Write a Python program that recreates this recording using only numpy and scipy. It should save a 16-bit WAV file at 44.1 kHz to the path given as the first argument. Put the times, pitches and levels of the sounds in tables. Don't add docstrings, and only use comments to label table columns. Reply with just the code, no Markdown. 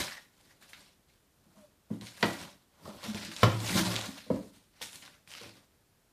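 import sys
import numpy as np
from scipy import signal
from scipy.fft import rfft, irfft, next_fast_len
from scipy.io import wavfile
from scipy.ndimage import uniform_filter1d, map_coordinates

SR = 44100
rng = np.random.default_rng(int(sys.argv[2]) if len(sys.argv) > 2 else 0)


def to_wav(sig):
    pcm = np.clip(np.atleast_2d(sig), -1, 1) * 32767
    pcm = np.round(pcm).astype(np.int16)
    wavfile.write(sys.argv[1], SR, pcm.T)


N = 269892

# [f/Hz, level/dB]
HISS_SPECTRUM = [(12, -29), (20, -9.5), (30, 4), (97, -0.5), (640, -13.5), (1010, -16.5), (1450, -17.5),
                 (1760, -18.5), (1970, -20), (14800, -25)]
HISS_DB = -67.5
# [t/s, f/Hz, level/dB]
SOFT_TONE = [(1.55, 648, -71), (1.58, 644, -66), (1.60, 610, -64), (1.65, 595, -56.5), (1.70, 590, -92)]
# [t/s, level/dB]
HIGH_RING = [(4.55, -90.5), (4.9, -80), (5.15, -79.5)]
HIGH_RING_HZ = 9430

# [f/Hz, t60/s]
ROOM_DECAY = [(100, 0.4), (500, 0.34), (2000, 0.37), (6000, 0.38), (14000, 0.66)]
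# [f/Hz, level/dB]
ROOM_STRENGTH = [(60, -5.5), (130, -9.5), (250, -4), (1000, -2.5), (5000, -1), (14000, -3.5)]
# [delay/ms, level/dB]
FIRST_ECHOES = [(1.9, -12), (4.6, -12.5), (8.3, -13), (13, -18)]

# [f/Hz, level/dB, t60/s undamped]
PANEL_MODES = [(181.3, 0.5, 0.42), (334, -7, 0.55), (395.4, -17.5, 0.24), (203.8, 2.5, 0.28),
               (281.6, -6, 0.89)]
# [f/Hz, level/dB, t60/s undamped]
WALL_MODES = [(523, -9.5, 0.11), (588, -1.5, 0.09), (654, -12.5, 0.057), (728, -5, 0.032), (971, 1, 0.056),
              (1063, 1, 0.061), (1215, -2.5, 0.073), (1288, -2, 0.074), (1420, -10.5, 0.061),
              (1644, -2, 0.055), (1770, -4, 0.064), (1864, 1, 0.067), (2030, -12, .06), (2700, -4.5, 0.034)]
# [f/Hz, level/dB, t60/s undamped]
BOOM_MODES = [(75, -12, 0.26), (111.16, 2, 0.8), (129, -13, 0.17)]

# [f/Hz, level/dB]
SCRAPE_SPECTRUM = [(700, -29.5), (1300, 3), (2000, 6), (2900, 4.5), (4000, 6.5), (5500, 2.5), (7500, -10.5),
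                   (11000, -38.5)]
# [f/Hz, level/dB]
FINE_SPECTRUM = [(4500, -29.5), (6500, 2.5), (9000, 6.5), (12000, 1), (14600, -3.5)]
# [f/Hz, level/dB]
BOARD_SPECTRUM = [(45, -8.5), (90, -2), (250, -1), (500, -12), (900, -28)]
# [start t/s, rise/s, hold/s, scrape level/dB,
# cardboard rasp level/dB and fine hiss level/dB, both relative to the scrape]
SLIDE_STROKES = [(0, 0.0013, 0.0014, -34.5, -7.5, -7.5), (0.048, 0.0057, 0.14, -63, -5.5, -22),
                 (0.338, 0.067, 0.11, -67.5, -4, -4), (0.598, 0.017, 0.018, -63, -5, -3.5),
                 (.68, 0.012, 0.008, -62, -10, -1), (0.729, 0.0035, 0.11, -61.5, -7, -7.5),
                 (1.078, 0.021, 0.018, -71.5, -19, -9), (1.422, 0.15, 0.055, -71, 0.5, -2.5),
                 (1.892, 0.0076, 0.14, -70.5, 4, -1.5), (2.007, 0.0045, 0.081, -53.5, -10.5, -6),
                 (2.168, 0.084, 0.044, -46.5, -3.5, -3), (2.297, 0.014, 0.13, -51, -3, -9.5),
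                 (2.764, 0.095, 0.12, -60, 3, -7.5), (3.005, 0.04, 0.038, -43.5, -6, -9),
                 (3.143, 0.0036, 0.021, -45, -6.5, -9.5), (3.205, 0.02, 0.016, -45, -9.5, -12.5),
                 (3.24, 0.0094, 0.012, -46, -13.5, -13), (3.312, 0.0035, 0.011, -46, -8, -8),
                 (3.345, 0.023, 0.15, -47, -8.5, -9.5), (3.602, .005, 0.061, -50, 2, -6.5),
                 (3.599, 0.11, 0.059, -36, -5, -5.5), (3.761, 0.013, 0.038, -38, -1.5, -6),
                 (3.842, 0.015, 0.085, -40.5, -3, -9.5), (3.944, 0.012, 0.03, -40.5, -7, -14),
                 (4.0, 0.016, 0.073, -46.5, -3, -6.5), (4.162, 0.0112, 0.079, -55.5, -12.5, -9),
                 (4.289, 0.03, 0.15, -63, -2, -4), (4.52, 0.016, 0.036, -63.5, -6.5, -5.5),
                 (4.738, 0.026, 0.035, -63, -8, -12), (4.812, 0.0054, 0.034, -46, -15, -3),
                 (4.9, 0.032, 0.025, -57.5, -6, 2.5), (5.021, 0.0044, 0.052, -55.5, -6, -11),
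                 (5.271, 0.0068, 0.04, -55.5, -5.5, -2.5), (5.309, 0.025, 0.093, -52, -10.5, -12.5),
                 (5.395, 0.02, 0.026, -56, -1.5, -7), (5.53, 0.0146, 0.026, -66, -4.5, -7.5)]
RISE_DB, FADE_DB_PER_S = 14.5, 147.5
DRUM_DB, BOOM_DB, BOARDS_DB = -4.5, -17, -0.5
BOX_LEFT_S = 5.3
# [middle t/s, half-length/s, level/dB]
FLAP_SQUEAKS = [(0.123, 0.034, -56), (0.181, 0.013, -56.5), (0.51, 0.042, -71)]

# [t/s, snap peak level/dB, centre f/Hz, skid level/dB against the noise burst,
# bright edge level/dB of the unfiltered burst]
CLAW_TICKS = [(0.0783, -33, 1680, -2, -30), (0.0825, -29, 2500, -12, -14), (0.1217, -30.5, 1960, -14, -24),
              (0.172, -45, 1920, -11, -27), (0.6246, -44, 1690, 6, -12), (0.7326, -33, 2130, -2.5, -21.5),
              (2.0121, -35, 4200, -14, -25.5), (2.0695, -36.5, 3400, 0, -32.5),
              (2.2277, -14, 2020, -13, -29), (2.2297, -13, 1920, -6.5, -32), (3.032, -36, 4150, -7, -30),
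              (3.1469, -28, 3540, -17, -20.5), (3.175, -50, 1510, -15, -28), (3.213, -35, 1950, -8, -28),
              (3.2475, -44, 1830, -11.5, -30), (3.250, -28.5, 5300, -11, -24.5),
              (3.3155, -35.5, 1900, -4, -29), (3.3648, -23.5, 4000, -14, -21), (3.369, -31, 3500, -13, -25),
              (3.4315, -13.5, 1335, -2.5, -24.5), (3.4329, -10.5, 3120, -1, -15.5),
              (3.4358, -13, 1100, -17, -36), (3.604, -28, 4360, -10, -24), (3.7789, -17, 1690, -16, -12),
              (3.7929, -22, 1690, -7.5, -21.5), (3.8653, -36, 2480, -21.5, -18.5),
              (3.9575, -20, 3860, -8, -30.5), (3.9635, -15.5, 3600, -28, -27),
              (4.013, -22.5, 4040, -16, -31), (4.059, -27.5, 7080, -16, -17), (4.3025, -39, 1410, -9, -25),
              (4.803, -48, 2260, -8, -32.5), (4.8168, -25, 3560, -3.5, -16.5),
              (4.826, -30.5, 3480, -3, -24.5), (4.852, -42, 3500, -7, -20), (4.931, -36, 3820, -18, -25.5),
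              (4.9572, -31.5, 4500, -8, -24), (5.0242, -39.5, 3040, -1, -14), (5.0615, -38, 3700, -9, -22),
              (5.078, -41.5, 1505, -5, -20), (5.2756, -41, 2476, -11, -26), (5.305, -40, 3180, -11, -21.5),
              (5.3165, -35, 2970, -9, -23), (5.3382, -30, 3130, -23, -23.5),
              (5.3500, -36.5, 1300, -11.5, -21.5), (5.3516, -31.5, 3030, -17.5, -27.5),
              (5.4435, -40, 2440, -15, -18)]
TICK_RING = 0.47

# [t/s, thud level/dB, boom level/dB, slap level/dB, hardness f/Hz,
# swell/ms (before a small minimum is added), ring length (1 = undamped), flap share 0-1]
BLOWS = [(0.001, -68, -72, -40, 2250, 1.7, 0.8, 0.3), (1.461, -51.5, -75, -73, 694, 5.1, 0.6, 0),
         (1.564, -55.5, -81, -58, 900, 6.9, 0.8, 0.9), (1.903, -22.5, -38, -35.5, 486, 5.3, 0.58, 0.6),
         (2.019, -38, -40.5, -52, 900, 1.5, 0.45, 0.26), (2.2277, -16.5, -26, -27, 1600, 4.1, 0.6, 0.3),
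         (2.231, -26, -36, -21.5, 620, 1.9, 0.56, 0.3), (2.852, -53, -70, -41.5, 1100, 14, 1, 0.2),
         (2.877, -37.5, -62, -41, 700, 0.92, 0.37, 0.6), (3.029, -58, -70, -39.5, 1100, 12, 1, 0.41),
         (3.058, -50.5, -59.5, -43.5, 620, 2.4, 1, 0.9), (3.076, -21.5, -48, -49, 593, 14, 0.4, 0.86),
         (3.1467, -26.5, -31.5, -44, 500, 0.66, 0.29, 0.1), (3.278, -35, -44.5, -57.5, 718, 2.2, 0.6, 0.3),
         (3.431, -16, -18.5, -19.5, 1140, 1.17, 0.92, 0.1), (3.472, -20, -21.5, -32, 990, 3.9, 0.6, 0.05),
         (3.750, -16, -24, -33.5, 620, 1.5, 0.47, 0.2), (3.790, -21, -28, -45, 900, 12, 0.68, 0.38),
         (3.845, -22, -22.5, -43, 900, 24, 0.82, 0.12), (4.08, -24, -49, -54.5, 700, 11, 0.41, 1),
         (4.264, -39.5, -64, -47, 600, 12, 0.9, 0.68), (4.302, -13, -25, -21.5, 580, 2.6, 0.49, 0.7),
         (4.812, -53, -70, -46, 937, 1.5, 0.37, 0.1), (5.411, -55.5, -55, -41, 480, 6.6, 0.76, 0.52),
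         (5.462, -47, -54, -39.5, 400, 8, 0.69, 0.51)]
SLAP_SOFTNESS = 0.4

TOP_HZ = 14750


def amp(db):
    return 10 ** (np.asarray(db) / 20)


def unit(x):
    return x / np.sqrt(np.mean(x ** 2) + 1e-20)


def along(points, hz):
    f, v = np.transpose(points)
    return np.interp(np.log(hz + 1), np.log(f + 1), v)


def wobble(rate):
    return map_coordinates(rng.standard_normal(int(N * rate / SR) + 4), [np.arange(N) * rate / SR])


def filtered(x, response):
    m = next_fast_len(N + SR // 2)
    return irfft(rfft(x, m) * response(np.fft.rfftfreq(m, 1 / SR)), m)[:N]


def shaped(x, spectrum):
    return filtered(x, lambda f: amp(along(spectrum, f)))


def resonances(modes, wider):
    def response(f):
        total = 0
        for k, (centre, db, t60) in enumerate(modes):
            width = 1j * f * wider / t60
            total = total + (-1) ** k * amp(db) * width / (centre * centre - f * f + width)
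        return total
    return response


def patchy(patchy_db):
    z = signal.stft(rng.standard_normal(N), nperseg=256)[2]
    field = uniform_filter1d(rng.standard_normal(z.shape), size=6, axis=0)
    field = uniform_filter1d(field, size=8, axis=1)
    return signal.istft(z * amp(patchy_db * unit(field)), nperseg=256)[1][:N]


def hiss():
    return amp(HISS_DB) * unit(shaped(patchy(patchy_db=-0.24), HISS_SPECTRUM))


def soft_tone():
    s, hz, db = np.transpose(SOFT_TONE)
    t = np.arange(N) / SR
    level = amp(np.interp(t, s, db, -120, -120) + 3.0 * wobble(70))
    pitch = np.interp(t, s, hz) * (1 + 0.02 * wobble(60))
    return level * np.sin(2 * np.pi * np.cumsum(pitch) / SR)


def high_ring():
    t = np.arange(N) / SR
    narrow = filtered(rng.standard_normal(N), lambda f: np.exp(-((f - HIGH_RING_HZ) / 45) ** 2))
    return amp(np.interp(t, *np.transpose(HIGH_RING), -120, -120)) * unit(narrow)


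def room(x):
    out, step = np.zeros(N + 2 * SR), SR // 3
    for start in range(0, N, step):
        hz, t, z = signal.stft(rng.standard_normal(SR * 3 // 5), SR, nperseg=256)
        decay = amp(-60 * t / along(ROOM_DECAY, hz)[:, None])
        tail = signal.istft(z * decay, SR, nperseg=256)[1]
        wet = signal.fftconvolve(x[start:start + step], tail / np.linalg.norm(tail))
        out[start + 130:][:len(wet)] += wet
    return out[:N]


def echoes(x):
    reflected = sum(amp(db) * np.pad(x, (round(ms * SR / 1000), 0))[:N] for ms, db in FIRST_ECHOES)
    return x + reflected


def strokes():
    t = np.arange(0, N + 64, 64) / SR
    s, rise, hold, db, rasp_db, fine_db = np.transpose(SLIDE_STROKES)[:, :, None]
    age = t - s
    growth_db = RISE_DB * np.minimum(age / np.maximum(rise, .001) - 1, 0)
    fade_db = FADE_DB_PER_S * np.maximum(age - rise - np.abs(hold), 0)
    stroke_db = growth_db - fade_db + db
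    levels = [np.sqrt(np.sum(amp(stroke_db + above_db) ** 2, axis=0)) for above_db in (0, rasp_db, fine_db)]
    return [np.interp(np.arange(N) / SR, t, level) for level in levels]


def squeaks(rub):
    t = np.arange(N) / SR
    level = sum(amp(db) * np.exp(-((t - s) / half) ** 2) for s, half, db in FLAP_SQUEAKS)
    return level * unit(filtered(rub, resonances(WALL_MODES[11:12], wider=9.0)))


def sliding():
    on_floor, on_box, hissing = strokes()
    slips = rng.random(N) < 500 / SR
    grit = slips * amp(3.0 * np.minimum(rng.exponential(size=N), 1.8)) * rng.standard_normal(N)
    unsteady = amp(2.2 * wobble(35) + 1.2 * wobble(150))
    rub = unsteady * (patchy(patchy_db=2.5) + 0.52 * unit(grit))
    scrape = unit(shaped(rub, SCRAPE_SPECTRUM))
    fine = unit(shaped(patchy(patchy_db=4.0) + 2.1 * rub, FINE_SPECTRUM))
    rasp = unit(filtered(rub, resonances(WALL_MODES[:9], wider=9.6)))

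    shake = amp(4 * wobble(25)) * rng.standard_normal(N)
    drum = unit(filtered(shake, resonances(sorted(PANEL_MODES), wider=1.6)))
    boom = filtered(shake, resonances(BOOM_MODES, wider=8.3))
    boom = unit(filtered(boom, resonances(BOOM_MODES[1:2], wider=68.0)))
    boards = unit(shaped(shake, BOARD_SPECTRUM))
    at_box = np.arange(N) < BOX_LEFT_S * SR
    body = at_box * (amp(DRUM_DB) * drum + amp(BOOM_DB) * boom)
    box_and_boards = rasp + body + amp(BOARDS_DB) * boards
    return on_floor * scrape + squeaks(rub) + hissing * fine + on_box * box_and_boards


def ticks():
    out, t = np.zeros(N + SR), np.arange(SR // 12) / SR
    spike = t == 0
    for s, db, hz, skid_db, edge_db in CLAW_TICKS:
        scuff = 0.3 * amp(-60 * t / 0.0041) + amp(skid_db - 60 * t / 0.093)
        burst = scuff * rng.standard_normal(len(t)) + 8 * spike
        band = signal.butter(2, [hz / 1.9, min(hz * 1.8, SR / 2.2)], "band", fs=SR, output="sos")
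        snap = signal.sosfilt(band, burst) + amp(edge_db) * (burst + 9 * spike)
        decay = amp(-60 * t * hz / 30)
        ring = TICK_RING * decay * np.sin(2 * np.pi * hz * t)
        out[round(s * SR):][:len(t)] += amp(db) * (snap / np.abs(snap).max() + ring)
    return out[:N]


def ringing(modes, t, spread_db, detune, roughness):
    luck = rng.standard_normal((len(modes), 2))
    wander = roughness * np.cumsum(rng.standard_normal((len(modes), len(t))), axis=1) / np.sqrt(SR)
    total = 0
    for (hz, db, t60), (strength, shift), phase in zip(modes, luck, wander):
        level = amp(db + spread_db * strength - 60 * t / t60)
        total = total + level * np.sin(2 * np.pi * hz * (1 + detune * shift) * t + phase)
    return total


def knocks():
    out, t = np.zeros(N + SR), np.arange(SR // 2) / SR
    for s, thud_db, boom_db, slap_db, hard_hz, swell_ms, length, flap in BLOWS:
        swell = (1 - np.exp(-1000 * t / (abs(swell_ms) + 0.092))) ** 2
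        extra_loss = np.clip(1 / np.clip(length, .1, 1.5) - 1, -.3, 9)
        damped = amp(-60 * t * extra_loss / 0.21)

        flap = np.clip(flap, 0, 1)
        panels = (1 - flap) * ringing(PANEL_MODES[:3], t, spread_db=2.0, detune=0.006, roughness=1.3)
        panels += flap * ringing(PANEL_MODES[3:], t, spread_db=2.4, detune=0.01, roughness=2.0)
        boom = ringing(BOOM_MODES, t, spread_db=4.5, detune=0.0034, roughness=1.5)
        thud = amp(thud_db) * panels + amp(boom_db) * boom

        walls = ringing(WALL_MODES, t, spread_db=1.0, detune=0.0092, roughness=24.0)
        rattle = 6.14 * amp(-60 * t / 0.037) * rng.standard_normal(len(t))
        crack = (1 - t / 0.0021) * np.exp(-t / 0.00053)
        edges = np.clip([hard_hz / 2.28, hard_hz * 1.09], 100, 9000)
        contact = signal.butter(2, edges, "band", fs=SR, output="sos")
        slap = signal.sosfilt(contact, walls + rattle + crack) * swell ** SLAP_SOFTNESS
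        out[round(s * SR):][:len(t)] += damped * (swell * thud + amp(slap_db) * slap)
    return filtered(out[:N], lambda f: (1j * f / (42 + 1j * f)) ** 2)


def scene():
    blows, claws = knocks(), ticks()
    rubs = sliding() + soft_tone() + high_ring()
    tail = room(amp(3.5) * blows + amp(-2.0) * claws + amp(-8.0) * rubs)
    wet = shaped(tail, ROOM_STRENGTH)
    return (echoes(blows) + claws + rubs + wet + hiss())[None]


def record(dry):
    return filtered(dry[0], lambda f: (f < TOP_HZ) * (1j * f / (40 + 1j * f)) ** 2)[None]


dry = scene()
out = record(dry)
to_wav(out)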